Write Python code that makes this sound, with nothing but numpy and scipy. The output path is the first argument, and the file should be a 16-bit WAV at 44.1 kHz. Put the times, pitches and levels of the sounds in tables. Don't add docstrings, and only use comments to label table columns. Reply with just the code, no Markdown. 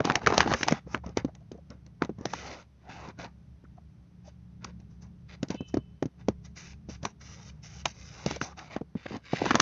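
import sys
import numpy as np
from scipy import signal
from scipy.fft import rfft, irfft
from scipy.io import wavfile
from scipy.ndimage import uniform_filter1d, map_coordinates

SR = 44100
rng = np.random.default_rng(int(sys.argv[2]) if len(sys.argv) > 2 else 0)


def level_to_linear(level):
    exponent = np.asarray(level, float) / 20
    return 10 ** exponent


def pcm_store(signal):
    levels = np.round(np.clip(np.atleast_2d(signal), -1, 1) * 32767)
    wavfile.write(sys.argv[1], SR, levels.astype(np.int16).T)


N = 423801
T = np.arange(N) / SR

# time_s, thud_peak_db, thud_pitch_hz, snap_peak_db, tick_peak_db
FINGER_TAPS = [(.341, -23, 382, -25, -24), (.46, -19, 258, -24, -53), (.708, -26, 157, -25.5, -29),
               (.722, -13, 221, -11.5, -20), (0.864, -35.5, 142, -37, -77), (1.062, -31, 165, -43, -39.5),
               (1.247, -16.5, 243, -26, -37), (1.35, -62.5, 155, -63, -44.5), (1.516, -33, 345, -65.5, -41),
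               (1.544, -43, 302, -42, -69), (1.702, -36.5, 145, -53, -40),
               (1.863, -46.5, 161, -60.5, -47.5), (2.047, -29, 220, -39.5, -33),
               (2.094, -23, 307, -51, -57), (2.185, -32, 158, -60, -54.5), (2.21, -30.5, 210, -46, -46),
               (3.086, -33, 167, -41, -44), (3.188, -35.5, 150.3, -46, -46),
               (5.429, -18, 213.8, -27.5, -24.5), (5.503, -20, 222, -26.5, -27.5),
               (5.544, -29, 250, -32.5, -41), (5.607, -22, 224, -49, -51), (5.741, -18.5, 246, -20, -33),
               (5.77, -15.5, 282, -25, -38.5), (6.025, -17.5, 263, -17.5, -33),
               (6.056, -21, 230, -61.5, -42.5), (6.284, -14.5, 257, -14.5, -26.5),
               (6.888, -30, 208.7, -42, -49), (7.029, -30.5, 149, -38, -36.5),
               (8.261, -18.5, 179, -17, -22), (8.811, -28.5, 230, -30.5, -56),
               (8.953, -22, 207, -58.5, -72), (9.058, -31.5, 404, -27.5, -58),
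               (9.109, -30.5, 321, -47, -59), (9.128, -33, 260, -53.5, -67.5),
               (9.142, -29, 265, -55, -65.5), (9.165, -33, 240, -64, -40.5),
               (9.333, -15.5, 285, -17.5, -38.5), (9.417, -21.5, 350, -14, -52.5)]
# time_s, snap_peak_db, snap_pitch_hz, thud_peak_db, tick_peak_db
SHEET_BUCKLES = [(.003, -15.5, 580, -20, -41), (0.051, -18, 900, -16.5, -18.5), (.073, -19, 750, -25, -50),
                 (0.098, -9.5, 1120, -17.5, -34), (.107, -14, 730, -34, -33),
                 (0.154, -10, 1560, -27.5, -11.5), (0.215, -30, 1001, -51, -51),
                 (.262, -12, 1770, -35, -31), (0.27, -4.5, 1140, -27, -13.5), (.302, -18, 520, -26, -35),
                 (.323, -14.5, 865, -24.5, -36), (0.378, -9, 750, -21, -7), (.404, -5, 1110, -35, -15),
                 (.429, -22.5, 1220, -33, -42), (0.474, -17, 890, -26, -47), (0.498, -40, 895, -43, -37),
                 (.516, -19.5, 792, -24, -35), (.536, -13.5, 1340, -27, -18),
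                 (.609, -24.5, 1390, -28.5, -32), (.63, -12.5, 1830, -24.5, -15.5),
                 (.666, -32, 845, -31.5, -38), (0.676, -26.5, 895, -30.5, -25), (0.682, -11, 840, -34, -13),
                 (.945, -13, 1206, -23, -46.5), (1.036, -37, 750, -52, -70), (1.091, -45, 590, -35.5, -46),
                 (1.171, -14, 517, -19, -17), (1.284, -42.5, 570, -40, -67), (1.405, -56.5, 650, -61, -63),
                 (1.575, -48, 557, -51, -61), (2.02, -12.5, 1000, -14.5, -30),
                 (2.254, -22.5, 590, -25.5, -19), (2.334, -19.5, 850, -49.5, -27),
                 (3.64, -52, 1344, -44, -66.5), (3.77, -45.5, 704, -59.5, -68.5),
                 (4.271, -44.5, 599, -60, -54.5), (4.644, -30.5, 1100, -41, -25.5),
                 (4.8, -61, 805, -51, -54), (5.484, -56, 1500, -42, -37.5), (7.051, -18, 990, -29.5, -18),
                 (7.855, -16, 925, -31, -10.5), (8.309, -23, 815, -27, -21.5), (8.36, -30.5, 536, -38, -30),
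                 (8.413, -18, 1140, -25.5, -29.5), (8.59, -37, 1810, -52, -30.5),
                 (8.763, -21, 700, -23, -56.5), (9.061, -29.5, 1720, -40, -58),
                 (9.365, -31, 1900, -50, -36.5), (9.44, -21, 580, -34, -39), (9.455, -21, 890, -28.5, -25),
                 (9.461, -17, 900, -22, -31), (9.506, -9, 1230, -23.5, -45),
                 (9.51, -12.5, 1330, -16.5, -50), (9.544, -15, 1130, -17.5, -37),
                 (9.553, -6.5, 1000, -19, -10.5), (9.596, -23, 800, -24, -35), (9.599, -5, 1250, -22, -2)]


def peak(x, db):
    return x * level_to_linear(db) / np.abs(x).max()


def unit(x):
    return x / np.sqrt(np.mean(x ** 2))


def colour(x, points):
    hz, db = np.transpose(points)
    f = np.fft.rfftfreq(len(x), 1 / SR) + 1
    gain = level_to_linear(np.interp(np.log(f), np.log(hz), db))
    return unit(irfft(rfft(x) * gain, len(x)))


def band(x, lo_hz, hi_hz):
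    return signal.sosfilt(signal.butter(2, [lo_hz, hi_hz], "bandpass", fs=SR, output="sos"), x)


def resonate(x, hz, width_hz):
    return signal.lfilter(*signal.iirpeak(hz, hz / width_hz, fs=SR), x)


def walk(rate_hz):
    k = int(SR / rate_hz)
    held = np.repeat(rng.standard_normal(N // k + 1), k)
    return 1.8 * uniform_filter1d(uniform_filter1d(held, k), k)[:N]


def grit(per_s, spread_db):
    noise, draw, size = rng.standard_normal(N), rng.random(N), rng.exponential(size=N)
    return noise * (draw < per_s / SR) * level_to_linear(spread_db * np.minimum(size, 2.5))


def add(track, time_s, sound):
    i = max(int(time_s * SR), 0)
    track[i:i + len(sound)] += sound[:N - i]


def blows():
    tap_snap_hz, buckle_thud_hz = 486, 294
    taps = [(s, snap_db, tap_snap_hz, thud_db, thud_hz, tick_db)
            for s, thud_db, thud_hz, snap_db, tick_db in FINGER_TAPS]
    buckles = [(s, snap_db, snap_hz, thud_db, buckle_thud_hz, tick_db)
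               for s, snap_db, snap_hz, thud_db, tick_db in SHEET_BUCKLES]
    return taps + buckles


def thud_sound(t, flutter, thud_hz):
    turns = thud_hz * (t + 0.00055 * (1 - np.exp(-t / 0.00051)))
    swing = np.sin(2 * np.pi * turns) * np.exp(-t * thud_hz / 0.53) * (1 - np.exp(-t / 0.0023))
    return peak(swing, 0) + peak(band(flutter * np.exp(-t / 0.0082), 110, 270), -5.0)


def snap_sound(t, crack, after, snap_hz, snap_db):
    slow = 1 + np.clip((-24 - snap_db) / 6, 0, 4)
    give = np.exp(-((t / slow - .0024) / 0.0011) ** 2)
    burst = crack * np.abs(crack) * (give + level_to_linear(-9.0) * after)
    ring = resonate(burst, snap_hz, 0.73 * snap_hz / slow ** 0.46)
    return resonate(ring, snap_hz, 1.3 * snap_hz / slow)


def tick_sound(t, spit, after, tick_db):
    lead_in = level_to_linear(-13.0) * np.exp(-((t - .0015) / 0.005) ** 2)
    release = np.exp(-((t - .0024) / 0.00082) ** 2)
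    tick = band(spit * np.abs(spit) * (lead_in + release + level_to_linear(-12.5) * after), 1600, 7300)
    tick = tick + level_to_linear(2.5 + 0.36 * tick_db) * resonate(tick, 2100, 2000)
    return tick + level_to_linear(-13.5 - 0.24 * tick_db) * resonate(tick, 5900, 1500)


def hits():
    hit_samples = 4096
    out, t = np.zeros(N), T[:hit_samples]
    after = (1 - np.exp(-t / 0.00077)) * np.exp(-t / 0.0053)
    for s, snap_db, snap_hz, thud_db, thud_hz, tick_db in blows():
        crack, flutter, spit = rng.standard_normal((3, hit_samples))
        thud = peak(thud_sound(t, flutter, thud_hz), thud_db)
        snap = peak(snap_sound(t, crack, after, snap_hz, snap_db), snap_db)
        tick = peak(tick_sound(t, spit, after, tick_db), tick_db)
        add(out, s - .0006, thud + snap + tick)
    return out


def settling():
    delay_s, end_after_s, fade_db = 0.0046, 0.042, -22.5
    tap_rustle_db, buckle_rustle_db, settle_hiss_db = -19, -23.5, -36
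    rasp_db = -0.5
    rustle = [(s, tick_db + tap_rustle_db, tick_db) for s, *_, tick_db in FINGER_TAPS]
    rustle += [(s, snap_db + buckle_rustle_db, tick_db) for s, snap_db, *_, tick_db in SHEET_BUCKLES]
    rows = []
    for s, db, tick_db in rustle:
        hiss_db = tick_db + settle_hiss_db
        rows.append((s + delay_s, s + end_after_s, db, (db + hiss_db) / 2 + rasp_db, hiss_db, fade_db))
    return rows


def pressure(start_s, end_s, first_db, swell_db):
    out = np.zeros(N)
    for start, end, db, swell in zip(start_s, end_s, first_db, swell_db):
        i = int(max(start - .1, 0) * SR)
        t = T[i:int((end + .2) * SR)]
        onset_s = 0.0054 + 0.00054 * max(swell, 0)
        onset = np.exp(np.minimum(t - start, 0) / onset_s)
        since = np.maximum(t - end, 0)
        release = .75 * np.exp(-since / .006) + .25 * np.exp(-since / .025)
        level = level_to_linear(np.interp(t, [start, end], [db, db + swell]))
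        out[i:i + len(t)] += (onset * release * level) ** 2
    return np.sqrt(out)


def bending(x, depth_db, cell_hz, cell_s):
    hz, s, z = signal.stft(x, SR, nperseg=512)
    field = rng.standard_normal((200, 1000))
    stiff = 1 / (1 + hz[:, None] / 9000)
    cells = np.meshgrid(hz / cell_hz, s / cell_s, indexing="ij")
    gain = level_to_linear(depth_db * stiff * map_coordinates(field, cells, order=1))
    return signal.istft(z * unit(gain), SR)[1][:N]


def paper(push, scrape, slide):
    # pitch_hz, relative_level_db
    rustle_points = [(150, -28.5), (250, -4.5), (630, -2.5), (800, -0.5), (1300, -6.5), (2000, -11.5),
                     (4000, -50)]
    rasp_points = [(700, -24), (1400, -5.5), (1950, 0), (2800, -5.5), (3700, -7), (4800, -10),
                   (5500, -21.5)]
    hiss_points = [(2500, -32.5), (3500, -9), (4600, -4.5), (5300, -1), (5900, 1), (6500, -2.5),
                   (6700, -6.5), (7600, -10.5), (9900, -55.5)]
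    # centre_hz, width_hz, share_removed (0-1)
    notches = [(1780, 260, .75), (3280, 330, .85), (4300, 300, .55)]
    effort = np.clip(push / level_to_linear(-35), 0, 1) ** 1.6
    creases = unit(signal.lfilter([1], [1, -.985], grit(220, 2.5) ** 2) ** .5)
    grain = (1 - 0.77 * effort) * level_to_linear(2.2 * walk(30)) + 0.89 * effort * creases
    rustle = push * colour(grain * rng.standard_normal(N), rustle_points)
    fibres = level_to_linear(1.3 * walk(60)) * (1 - 0.21 * effort + 0.44 * effort * creases)
    rasp = scrape * colour(fibres * grit(3000, 2.1), rasp_points)
    hiss = slide * colour(fibres * grit(6000, 2.0), hiss_points)
    rub = rasp + hiss
    for hz, width_hz, share in notches:
        rub = rub - share * resonate(rub, hz, width_hz)
    pops = sum(unit(resonate(grit(40, 4.0), hz, 0.33 * hz)) for hz in (451.2, 750, 1200, 1900))
    rustle = rustle + level_to_linear(-9.0) * push * effort ** 0.25 * pops
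    rumble = unit(band(rng.standard_normal(N), 60, 230))
    thump = push * effort ** 0.14 * rumble * level_to_linear(-1.0 + 2.0 * walk(18))
    bent_rustle = bending(rustle, depth_db=6, cell_hz=130, cell_s=.07)
    bent_rub = bending(rub, depth_db=5.5, cell_hz=100, cell_s=.1)
    return bent_rustle + bent_rub + thump


def strokes():
    # start_s, end_s, first_rustle_db, first_rasp_db, first_hiss_db, swell_to_end_db
    handling = [(0.049, 0.147, -33.5, -39, -54, -15.5), (0.159, 0.246, -61, -67, -88, 19),
                (0.272, 0.423, -40.5, -46.5, -57.5, 8.5), (0.439, 0.55, -40, -50.5, -63, 12.5),
                (0.559, 0.666, -46, -43.5, -48.5, -7), (0.684, 0.792, -36.5, -39.5, -50, -13.5),
                (0.881, 0.948, -65.5, -71.5, -74.5, 15.5), (1.047, 1.125, -56.5, -63.5, -70.5, -7),
                (1.182, 1.218, -37.5, -44, -53.5, -14), (1.281, 1.308, -52, -75, -81, -13),
                (1.527, 1.597, -67, -80.5, -83, -10.5), (1.716, 1.777, -59, -71.5, -81.5, -9),
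                (2.192, 2.249, -59.5, -75, -79.5, 5), (2.262, 2.34, -55, -55.5, -62.5, 6),
                (2.343, 2.499, -50, -48, -56.5, 0), (2.507, 2.626, -50, -46, -54.5, -11.5),
                (2.801, 2.892, -70.5, -78.5, -96.5, 13.5), (2.894, 3.106, -46, -52, -65.5, -4),
                (3.193, 3.254, -44, -48.5, -60, 1.5), (4.252, 4.298, -63, -67.5, -70, 4),
                (4.624, 4.706, -62, -66, -80, 3.5), (4.801, 4.818, -86, -68, -76.5, -7),
                (4.908, 4.97, -72, -78.5, -77, -6.5), (5.023, 5.081, -61, -66, -62, -15),
                (5.294, 5.351, -67, -58, -77, 5), (5.507, 5.569, -51, -46, -56.5, -13),
                (5.682, 5.7, -73, -73, -64, 8), (6.188, 6.216, -67.5, -72.5, -84, 9.5),
                (6.449, 6.469, -60.5, -59, -57, -0.5), (6.567, 6.734, -58.5, -51, -53.5, -5.5),
                (6.897, 6.959, -55, -52, -51.5, -6), (7.035, 7.115, -52.5, -56, -53, -16),
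                (7.213, 7.499, -64.5, -56, -58, -0.5), (7.513, 7.603, -68, -74, -78, -11),
                (7.636, 7.825, -63, -53, -53.5, -5.5), (7.88, 7.928, -63.5, -54.5, -52, -7),
                (7.947, 8.101, -66, -61.5, -63.5, 5.5), (8.106, 8.254, -56, -55, -58.5, 3),
                (8.266, 8.364, -46, -41.5, -50.5, -3), (8.419, 8.529, -42.5, -47, -46, -15),
                (8.577, 8.691, -49.5, -50.5, -59, -11), (8.707, 8.766, -52.5, -53, -69, 4),
                (8.967, 9.06, -65, -55, -78, -0.5), (9.083, 9.163, -53.5, -54, -78, 7.5),
                (9.26, 9.4, -60.5, -51, -71.5, 14), (9.405, 9.45, -48.5, -39.5, -56, -1.5),
                (9.454, 9.537, -37.5, -35.5, -52, -2.5), (9.548, 9.609, -41, -56, -61, -1.5)]
    hiss_stops_s = 0.01
    hiss_swell = 1.2
    start_s, end_s, rustle_db, rasp_db, hiss_db, swell_db = np.transpose(handling + settling())
    slide_end_s = np.maximum(end_s - hiss_stops_s, start_s + .005)
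    push = pressure(start_s, end_s, rustle_db, swell_db)
    scrape = pressure(start_s, end_s, rasp_db, swell_db)
    slide = pressure(start_s, slide_end_s, hiss_db, hiss_swell * swell_db)
    return paper(push, scrape, slide)


def room(x, t60_s, wet_db):
    t = T[:SR // 2]
    tail = rng.standard_normal(len(t)) * level_to_linear(-60 * t / t60_s) * (t > .004)
    return x + level_to_linear(wet_db) * signal.fftconvolve(x, tail / np.linalg.norm(tail))[:N]


def noise_band(hz, width_hz):
    return unit(resonate(resonate(rng.standard_normal(N), hz, width_hz), hz, width_hz))


def far_ring():
    # pitch_hz, width_hz, rms_db before swell and decay, t60_s
    partials = [(2600, 50, -62, .8), (2650, 60, -63, .9), (3010, 55, -58, 1), (3070, 60, -57, .85),
                (3510, 70, -71, .7), (3960, 110, -68, .6)]
    start_s = 5.54
    t = np.maximum(T - start_s, 0)
    swell = 1 - np.exp(-t / .012)
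    return sum(level_to_linear(db - 60 * t / t60_s) * swell * noise_band(hz, width_hz)
               for hz, width_hz, db, t60_s in partials)


def hum():
    # pitch_hz, width_hz, relative_level_db
    hum_bands = [(39.6, 20, -10), (66.43, 2.8, -2), (70.55, 4.8, 1.5), (98.86, 13, -8), (112, 29, -3),
                 (147.15, 60, -2), (176.7, 8, -9.5), (210, 6.6, -9)]
    # multiple_of_shaft_speed, level_db against the summed bands
    motor = [(2, -14.5), (4, -10), (5, -11.5), (6, -7.5), (10, -25), (14, -28.5)]
    # time_s, level_db
    hum_level = [(.8, -60), (.92, -48.5), (1.8, -53.5), (2.4, -51.5), (2.72, -60), (2.9, -52), (4.2, -54),
                 (4.7, -48.5), (5.75, -51.5), (5.92, -49), (6.1, -65.5), (6.2, -49), (6.9, -48),
                 (7.1, -52.5), (7.3, -48.5), (8.38, -51), (8.92, -59)]
    shaft_hz = 29.6
    bands = sum(level_to_linear(db) * noise_band(hz, width_hz) for hz, width_hz, db in hum_bands)
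    turn = 2 * np.pi * shaft_hz * T
    tones = np.zeros(N)
    for k, db in motor:
        tone = np.sqrt(2) * np.sin(round(k) * turn + 2 * np.pi * rng.random())
        tones += level_to_linear(db + 1.5 * walk(2.5)) * tone
    return level_to_linear(np.interp(T, *np.transpose(hum_level))) * (unit(bands) + tones)


def room_hiss():
    # pitch_hz, relative_level_db
    air_points = [(140, -37.5), (230, -0.5), (419, -8.5), (471, -14), (530, -9.5), (1240, -17),
                  (6090, -29.5), (7590, -49), (9870, -80.5), (16700, -120)]
    rms_db = -70.5
    return level_to_linear(rms_db) * colour(rng.standard_normal(N), air_points)


def scene():
    sheet = hits() + strokes()
    return (room(sheet, t60_s=0.11, wet_db=-24.0) + far_ring() + hum() + room_hiss())[None]


def top_cut(x):
    return signal.sosfilt(signal.butter(12, 11990, fs=SR, output="sos"), x)


def record(dry):
    thin = signal.sosfilt(signal.butter(2, 48, "highpass", fs=SR, output="sos"), dry)
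    lifted = thin + level_to_linear(-4.0) * resonate(thin, 6070, 1100)
    narrow = signal.sosfilt(signal.butter(10, 6700, fs=SR, output="sos"), lifted)
    narrow = signal.sosfilt(signal.butter(12, 7500, fs=SR, output="sos"), narrow)
    leaky = narrow + level_to_linear(-44.0) * thin
    hissy = leaky + level_to_linear(-87.5) * rng.standard_normal(dry.shape)
    return top_cut(np.clip(hissy, -1, 1))


dry = scene()
out = record(dry)
pcm_store(out)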